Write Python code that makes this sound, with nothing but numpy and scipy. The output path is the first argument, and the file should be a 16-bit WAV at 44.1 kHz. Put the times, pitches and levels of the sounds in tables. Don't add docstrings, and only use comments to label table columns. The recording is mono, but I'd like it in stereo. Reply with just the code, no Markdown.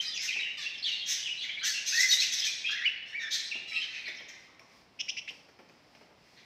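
import sys
import numpy as np
from scipy import signal
from scipy.fft import rfft, irfft, next_fast_len
from scipy.io import wavfile
from scipy.ndimage import map_coordinates

SR = 44100
rng = np.random.default_rng(int(sys.argv[2]) if len(sys.argv) > 2 else 0)


def file_out(sig):
    cols = np.atleast_2d(sig).T
    lim = np.clip(cols, -1, 1)
    pcm = np.round(lim * 32767).astype(np.int16)
    wavfile.write(sys.argv[1], SR, pcm)


N = 284445


def amp(db):
    return 10 ** (np.asarray(db) / 20)


def unit(x):
    return x / np.sqrt(np.mean(x ** 2) + 1e-20)


def along(points, hz):
    f, v = np.transpose(points)
    return np.interp(np.log(hz + 1), np.log(f + 1), v)


def filtered(x, response):
    n = x.shape[-1]
    m = next_fast_len(n + 4096)
    gain = response(np.fft.rfftfreq(m, 1 / SR))
    return irfft(rfft(x, m) * gain, m)[..., :n]


def noise(n, spectrum):
    white = rng.standard_normal(n)
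    return unit(filtered(white, lambda hz: amp(along(spectrum, hz))))


def resonance(hz, centre, width):
    return 1 / (1 + ((hz - centre) / (width / 2)) ** 4) ** .5


def wobble(n, rate):
    knots = rng.standard_normal(int(n * rate / SR) + 4)
    return map_coordinates(knots, [np.arange(n) * rate / SR])


def progress(length):
    return np.linspace(0, 1, max(int(length * SR), 64))


def swell(u, rise, fall):
    opening = np.sin(np.pi / 2 * np.clip(u / rise, 0, 1))
    closing = np.sin(np.pi / 2 * np.clip((1 - u) / fall, 0, 1))
    return opening * closing


def cycles(hz):
    return 2 * np.pi * np.cumsum(hz) / SR


def add(out, s, x):
    i = max(int(s * SR), 0)
    out[:, i:i + x.shape[1]] += x[:, :N - i]


# hz, t60_s
ROOM_RING = [(200, 1.4), (1500, 1.11), (3000, 1.06), (6000, 0.68), (9000, 0.64), (14000, 0.33)]


def in_room(x, early_db, tail_db, pan_db=0, facing_db=0, early_t60=0.17, lag=13):
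    hz, t, burst = signal.stft(rng.standard_normal((2, SR * 4 // 5)), SR, nperseg=256)
    decay = amp(-60 * t / along(ROOM_RING, hz)[:, None])
    tail = signal.istft(burst * decay, SR, nperseg=256)[1]
    t = np.arange(tail.shape[1]) / SR
    tail = tail * (1 - np.exp(-t / 0.019))
    early = rng.standard_normal(tail.shape) * amp(-60 * t / early_t60) * (t > .001)
    path = amp(early_db) * early / np.linalg.norm(early[0])
    path[[0, 1], [0, int(abs(lag))]] += amp(facing_db)
    pan_db = np.clip(pan_db, -7, 7)
    path = path * amp([[pan_db / 2], [-pan_db / 2]])
    path = path + amp(tail_db) * tail / np.linalg.norm(tail[0])
    return signal.fftconvolve(x[None], path, axes=1) / np.sqrt(1 + amp(early_db) ** 2)


# hz, relative_level_db
ROOM_NOISE_SPECTRUM = [(15, -68.5), (25, -28.5), (55, -10), (116, -6.5), (144, -4.5), (297, -5), (399, -7),
                       (469, -7.5), (537, -6.5), (762, -6), (1410, -11.5), (2490, -15), (2700, -11),
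                       (3090, -16), (15500, -60)]
# hz, likeness (0-1)
LEFT_RIGHT_LIKENESS = [(40, 0.86), (250, 0.92), (600, 0.45), (1500, 0), (10000, 0)]


def room_noise(db=-62):
    def mid_side_gain(hz):
        turn = np.arccos(np.clip(along(LEFT_RIGHT_LIKENESS, hz), -1, 1)) / 2
        return amp(along(ROOM_NOISE_SPECTRUM, hz)) * [np.cos(turn), np.sin(turn)]

    mid, side = filtered(rng.standard_normal((2, N)), mid_side_gain)
    return amp(db) * unit(np.array([mid + side, mid - side]))


# hz, relative_level_db
TWITTER_SPECTRUM = [(1200, -24.5), (2000, 5), (2800, -4), (3700, -3), (5200, 3), (6500, -10.5),
                    (8300, -15.5), (11000, -21.5)]


def twitter(db=-64, swing_db=3, rate=9):
    level = amp(db + swing_db * wobble(N, rate))
    return level * np.array([noise(N, TWITTER_SPECTRUM), noise(N, TWITTER_SPECTRUM)])


# hz, relative_level_db
WIRE_SPECTRUM = [(1200, -29.5), (2200, 5.5), (3800, -7.5), (5600, 3.5), (7500, -22), (10000, -30),
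                 (15000, -30.5)]


def fidgets(softest_db=-58, range_db=8, t60=0.014, count=45):
    ticks, t = np.zeros((1, N)), np.arange(SR // 40) / SR
    for when, size in rng.random((count, 2)):
        decay = amp(softest_db + range_db * size - 60 * t / t60)
        add(ticks, when * N / SR, decay * noise(len(t), WIRE_SPECTRUM)[None])
    return in_room(ticks[0], early_db=-14, tail_db=-14.0, lag=2)[:, :N]


# hz, relative_level_db
PERCH_SPECTRUM = [(80, -31), (220, -6), (600, -2.5), (1200, -11.5), (2500, -12), (6000, -40)]
# start_s, wood_db, wire_db
TAP_TIMES = [(.359, -48, -85), (2.135, -50, -66), (3.552, -46.5, -55), (4.08, -48, -31), (4.149, -81, -41),
             (4.203, -49, -41), (4.595, -54, -44), (5.305, -51, -38), (5.488, -53.5, -50),
             (5.59, -47.5, -53), (5.696, -58, -48), (5.95, -54.5, -47), (6.01, -51.5, -62.5),
             (6.105, -60, -64)]


def taps(wood_t60=0.12, wire_t60=0.024, rise=0.0016):
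    out, t = np.zeros((2, N)), np.arange(SR // 8) / SR
    for s, wood_db, wire_db in TAP_TIMES:
        knock = amp(wood_db - 60 * t / wood_t60) * noise(len(t), PERCH_SPECTRUM) * (1 - np.exp(-t / rise))
        tick = amp(wire_db - 60 * t / wire_t60) * noise(len(t), WIRE_SPECTRUM)
        add(out, s, in_room(knock + tick, early_db=-4.5, tail_db=-4, lag=3))
    return out


# start_s, length_s, pitch_hz, level_db
FAR_PEEPS = [(4.476, 0.041, 1125, -57), (4.595, 0.028, 1132, -54.5)]


def peeps():
    out = np.zeros((2, N))
    for s, length, pitch, db in FAR_PEEPS:
        u = progress(length)
        quaver = 1 + .13 * wobble(len(u), 600)
        note = np.sin(cycles(pitch * quaver)) * swell(u, 0.1, 0.51)
        add(out, s, in_room(amp(db) * note, early_db=-3, tail_db=-1))
    return out


# hz, relative_level_db
NASAL_SPECTRUM = [(1200, -27.5), (2000, -14), (3300, -12.5), (4000, -6), (4600, -21), (5200, -5),
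                  (6200, -20.5), (7200, -31), (8300, -26), (10000, -50), (11800, -33), (13000, -55)]
# start_s, length_s, start_pitch_hz, end_pitch_hz, level_db
NASAL_CALLS = [(0, 0.085, 645, 618, -41), (0.57, 0.05, 612, 564.4, -38.5), (3.056, 0.063, 594, 624, -52.5),
               (3.672, .15, 672, 618.6, -42)]


def nasals():
    out = np.zeros((2, N))
    for s, length, start, end, db in NASAL_CALLS:
        u = progress(length)
        pitch = start + (end - start) * u
        phase = cycles(pitch * (1 + 0.012 * wobble(len(u), 218)))
        call = sum(amp(along(NASAL_SPECTRUM, k * start)) * np.sin(k * phase) for k in range(2, 22))
        call = amp(db) * unit(call) * swell(u, 0.05, 0.16)
        add(out, s, in_room(call, early_db=10.0, tail_db=7.0, pan_db=1.5))
    return out


# centre_hz, width_hz
THROAT_RESONANCES = [(2200, 1010), (3900, 1450), (5700, 1730)]
# hz, relative_level_db
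HISS_SPECTRUM = [(5000, -23.5), (7500, 7), (9500, -9), (12000, -3.5), (14500, -6), (16000, -31)]
# start_s, length_s, level_db (top resonance), middle_db (middle resonance against the top)
RASP_CALLS = [ (0, 0.036, -39.5, -4), (0.196, .074, -33.5, -6), (0.577, 0.08, -47.5, 6),
              (0.838, 0.075, -45, 7.5), (1.053, 0.089, -29, -5.5), (1.415, 0.043, -46.5, -1),
              (1.627, 0.063, -26, -5.5), (1.849, 0.055, -29, -7), (1.898, 0.1, -30.5, -3.5),
              (1.977, 0.054, -24, -6.5), (2.1, 0.042, -23.5, -10), (2.191, 0.05, -28, -1),
              (2.313, 0.033, -28, -4), (2.368, 0.04, -34.5, 1.5), (2.431, .048, -31, -1),
              (2.701, 0.022, -40, 6.5), (3.195, 0.044, -48.5, 1), (3.3, 0.06, -30.5, 1.5),
              (3.799, 0.064, -51.5, 8), (3.899, 0.094, -54, 6.5), (4.28, 0.015, -43.5, -4),
              (6.357, 0.048, -66, 9)]


def rasps(pulse_hz=180, buzz_db=5, hiss_db=-17, hiss_share=0.32, even_db=-42, dulling=0.83):
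    out = np.zeros((2, N))
    for s, length, db, middle_db in RASP_CALLS:
        u = progress(length)
        n = len(u)
        pressure = swell(u, .5, .25)
        dull_db = np.clip(dulling * (even_db - db), -12, 12)
        air = amp(hiss_db - hiss_share * dull_db) * noise(n, HISS_SPECTRUM) * pressure
        for (centre, width), level in zip(THROAT_RESONANCES, [dull_db, middle_db, 0]):
            band = filtered(rng.standard_normal(n), lambda hz: resonance(hz, centre, width) ** 2)
            air += amp(level) * unit(band)
        pulse_phase = cycles(pulse_hz * (1 + 0.21 * wobble(n, 75.1)))
        pulses = unit(amp(buzz_db * np.cos(pulse_phase)))
        add(out, s, in_room(amp(db) * air * pulses * pressure, early_db=5.5, tail_db=3.5))
    return out


# hz, relative_level_db
GRIT_SPECTRUM = [(1400, -57), (2200, -26), (3500, 6), (4500, 0), (5500, -2), (6800, -11), (8500, -21),
                 (11000, -29), (15000, -36)]
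# start_s, length_s, start_hz, top_hz, level_db, overtone_db, rise_share (of the length)
CLOSE_NOTES = [(4.988, 0.029, 2294, 3010, -29.5, 0, 1), (5.08, 0.028, 1907, 3130, -30.5, -2.5, 0.46),
               (5.166, 0.033, 2130, 2858, -35, -6, 0.25), (5.275, 0.029, 2030, 2897, -37.5, -17, 0.19)]


def tets(buzz_hz=270, mouth_hz=5400, mouth_width_hz=850):
    out = np.zeros((2, N))
    for s, length, start, top, db, overtone_db, rise in CLOSE_NOTES:
        u = progress(length)
        n = len(u)
        buzz = cycles(buzz_hz * (1 + .2 * wobble(n, 300)))
        shake = 1 + .105 * np.sin(buzz) + .055 * wobble(n, 1400)
        pitch = start + (top - start) * np.sin(1.5 * u ** 0.67)
        phase = cycles(pitch * shake)
        overtone = unit(filtered(np.sin(2 * phase), lambda hz: resonance(hz, mouth_hz, mouth_width_hz)))
        pressure = swell(u, rise, 0.087)
        bright = amp(overtone_db) * overtone + amp(-13) * noise(n, GRIT_SPECTRUM)
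        note = unit(np.sin(phase)) + pressure * bright
        note = note * amp(1.6 * np.cos(buzz) + 1.4 * wobble(n, 500))
        add(out, s, in_room(amp(db) * unit(note) * pressure, early_db=-6, tail_db=-37, early_t60=0.52, lag=1))
    return out


# hz, gain_db
BEAK_GAIN = [(1400, -7), (2800, 2), (4000, -5), (5200, 5.5), (6200, -11.5), (7500, -13.5), (9500, -15),
             (12000, -14.5), (15000, -32.5)]


def slur(length, pitches, rough, overtone_db, flutter_hz=450, waver=0.076, flicker_db=11, third_db=-8):
    u = progress(length)
    n = len(u)
    pitch = np.polyval(np.polyfit([0, .5, 1], pitches, 2), u)
    phase = cycles(pitch * (1 + waver * rough * wobble(n, flutter_hz)))
    levels = [0, overtone_db, overtone_db + third_db]
    tone = sum(amp(level + along(BEAK_GAIN, k * pitch)) * np.sin(k * phase) for k, level in enumerate(levels, 1))
    tone = tone * (1 + 1.1 * rough * wobble(n, pitches[1] / 2))
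    flicker = amp(flicker_db * rough * wobble(n, flutter_hz))
    return unit(tone * flicker) * swell(u, 0.12, 0.087)


def chirp(length, start, end, arch=.012, base_rough=.17, rough_per_s=3.13):
    rough = base_rough + rough_per_s * length
    middle = (start + end) / 2 * (1 + arch)
    return slur(length, [start, middle, end], rough, overtone_db=-21)


# time_s, level_db
FLOCK_LEVEL = [(0.0, -30.5), (0.56, -38), (1.74, -30), (2.17, -27), (3.1, -54.5), (3.96, -31.5),
               (4.35, -55.5), (4.5, -59)]


def chatter(under_db=-4, spread_db=2, pitch_hz=3300, pitch_spread=.27, slide=0.1186, length_s=0.024, count=13):
    out = np.zeros((2, N))
    for pan in (-5, -2, 1):
        bird = np.zeros((1, N))
        times = (np.arange(count) + rng.random(count)) / count * FLOCK_LEVEL[-1][0]
        traits = rng.standard_normal((count, 4)).clip(-2, 2)
        for s, (size, high, glide, long) in zip(times, traits):
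            db = np.interp(s, *np.transpose(FLOCK_LEVEL)) + under_db + spread_db * size
            hz = pitch_hz * np.exp(pitch_spread * high)
            length = length_s * np.exp(0.39 * long)
            note = chirp(length, hz * (1 + slide * glide), hz * (1 - slide * glide))
            add(bird, s, amp(db) * note[None])
        add(out, 0, in_room(bird[0], early_db=8.5, tail_db=2.5, pan_db=pan, facing_db=2))
    return out


# start_s, length_s, start_hz, middle_hz, end_hz, level_db, roughness (0-1),
# overtone_db, left_over_right_db (the room holds it within 7 either way)
WHISTLE_NOTES = [ (1.61, 0.11, 1444, 1688, 1606, -39.5, 0.27, -9, -6),
                 (1.921, 0.046, 1426, 1814, 1840, -33.5, 0.01, -20, 5),
                 (1.967, 0.09, 1810, 2024, 2043, -24.5, 0.15, -24, -8.5),
                 (2.084, 0.027, 6390, 5960, 5830, -29, 0.16, -9.5, 9),
                 (2.107, .043, 3866, 3822, 3604, -25.5, 0.23, -26, -3.5),
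                 (2.17, 0.042, 3687, 3947, 4360, -29, 0.27, -24, -5.5),
                 (2.684, .078, 1539, 1714, 1974, -35.5, 0.22, -9.5, -4),
                 (2.75, 0.063, 2063, 2000, 1730, -37.5, 0.25, -23, 4.5),
                 (2.812, 0.055, 1675, 2025, 2537, -31, 0.2, -18, -7),
                 (2.857, 0.027, 2816, 2966, 2520, -25.5, 0, -24, -13),
                 (3.121, .078, 1562, 2314, 2125, -37, 0.12, -23, -3.5),
                 (3.191, 0.092, 1932, 1793, 1770, -35.5, 0.29, -10.5, -4.5)]


def whistles():
    out = np.zeros((2, N))
    for s, length, start, middle, end, db, rough, overtone_db, pan in WHISTLE_NOTES:
        note = amp(db) * slur(length, [start, middle, end], rough, overtone_db)
        add(out, s, in_room(note, early_db=3.5, tail_db=-2.5, pan_db=pan, facing_db=7))
    return out


# start_s, length_s, start_hz, end_hz, level_db
CHIRP_NOTES = [ (0, 0.0096, 3130, 3120, -27.5), (.029, 0.0427, 4130, 3940, -34.5),
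               (0.118, 0.04, 3520, 3290, -36.5), (0.138, .032, 5600, 6940, -39.5),
               (0.141, 0.058, 3000, 2190, -35.5), (0.165, .014, 5800, 4550, -30),
               (0.279, .036, 2806, 1980, -30), (.284, .01, 4530, 3640, -34), (0.309, .028, 3050, 3230, -37),
               (0.328, 0.032, 3030, 2134, -32), (0.363, 0.036, 2725, 1957, -30),
               (0.392, 0.023, 3660, 3940, -34.5), (0.406, 0.036, 2687, 3033, -30.5),
               (.454, .025, 2930, 2740, -32.5), (.62, .042, 3430, 3305, -42),
               (0.654, 0.0267, 2654, 2754, -31), (.776, 0.015, 5370, 4750, -40),
               (0.824, .012, 3890, 4616, -28.5), (0.843, 0.0279, 3355, 4010, -28),
               (0.856, 0.043, 3400, 2652, -30.5), (0.914, 0.019, 2812, 2743, -29.5),
               (0.925, 0.011, 3790, 3770, -29), (.961, .047, 4280, 4260, -41.5),
               (0.999, 0.063, 3334, 3135, -38.5), (1.227, 0.015, 2850, 3650, -32),
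               (1.25, 0.034, 3450, 2217, -31), (1.291, .019, 2780, 2966, -28.5),
               (1.326, 0.022, 2600, 2600, -37.5), (1.408, .03, 4720, 3390, -39.5),
               (1.433, .014, 2390, 1940, -36), (1.483, .016, 2550, 1920, -32.5),
               (1.491, 0.063, 3000, 3400, -39), (1.57, 0.011, 2085, 2380, -30.5),
               (1.589, 0.026, 4160, 3770, -39.5), (1.737, 0.033, 2650, 2720, -31.5),
               (2.382, .025, 5200, 5040, -29.5), (2.417, 0.0433, 3195, 3474, -31.5),
               (2.466, 0.038, 2466, 2380, -33.5), (2.639, 0.051, 2370, 2770, -29),
               (2.659, 0.068, 3207, 3380, -32), (3.511, 0.017, 2786, 2300, -29.5),
               (3.537, .027, 2630, 2864, -33), (3.707, .07, 2250, 2727, -32),
               (3.747, 0.032, 3930, 3860, -34), (3.801, 0.0272, 2770, 3305, -31.5),
               (3.946, 0.036, 2424, 2520, -37), (4.038, .083, 2400, 2028, -39)]


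def chirps():
    out = np.zeros((2, N))
    for s, length, start, end, db in CHIRP_NOTES:
        note = amp(db) * chirp(length, start, end)
        add(out, s, in_room(note, early_db=2, tail_db=-3.0, pan_db=-4.5, facing_db=-2.5))
    return out


def scene():
    background = room_noise() + twitter() + fidgets() + taps() + peeps()
    return background + nasals() + rasps() + tets() + chatter() + whistles() + chirps()


def record(dry, top_hz=15600):
    return filtered(dry, lambda hz: hz < top_hz)


dry = scene()
out = record(dry)
file_out(out)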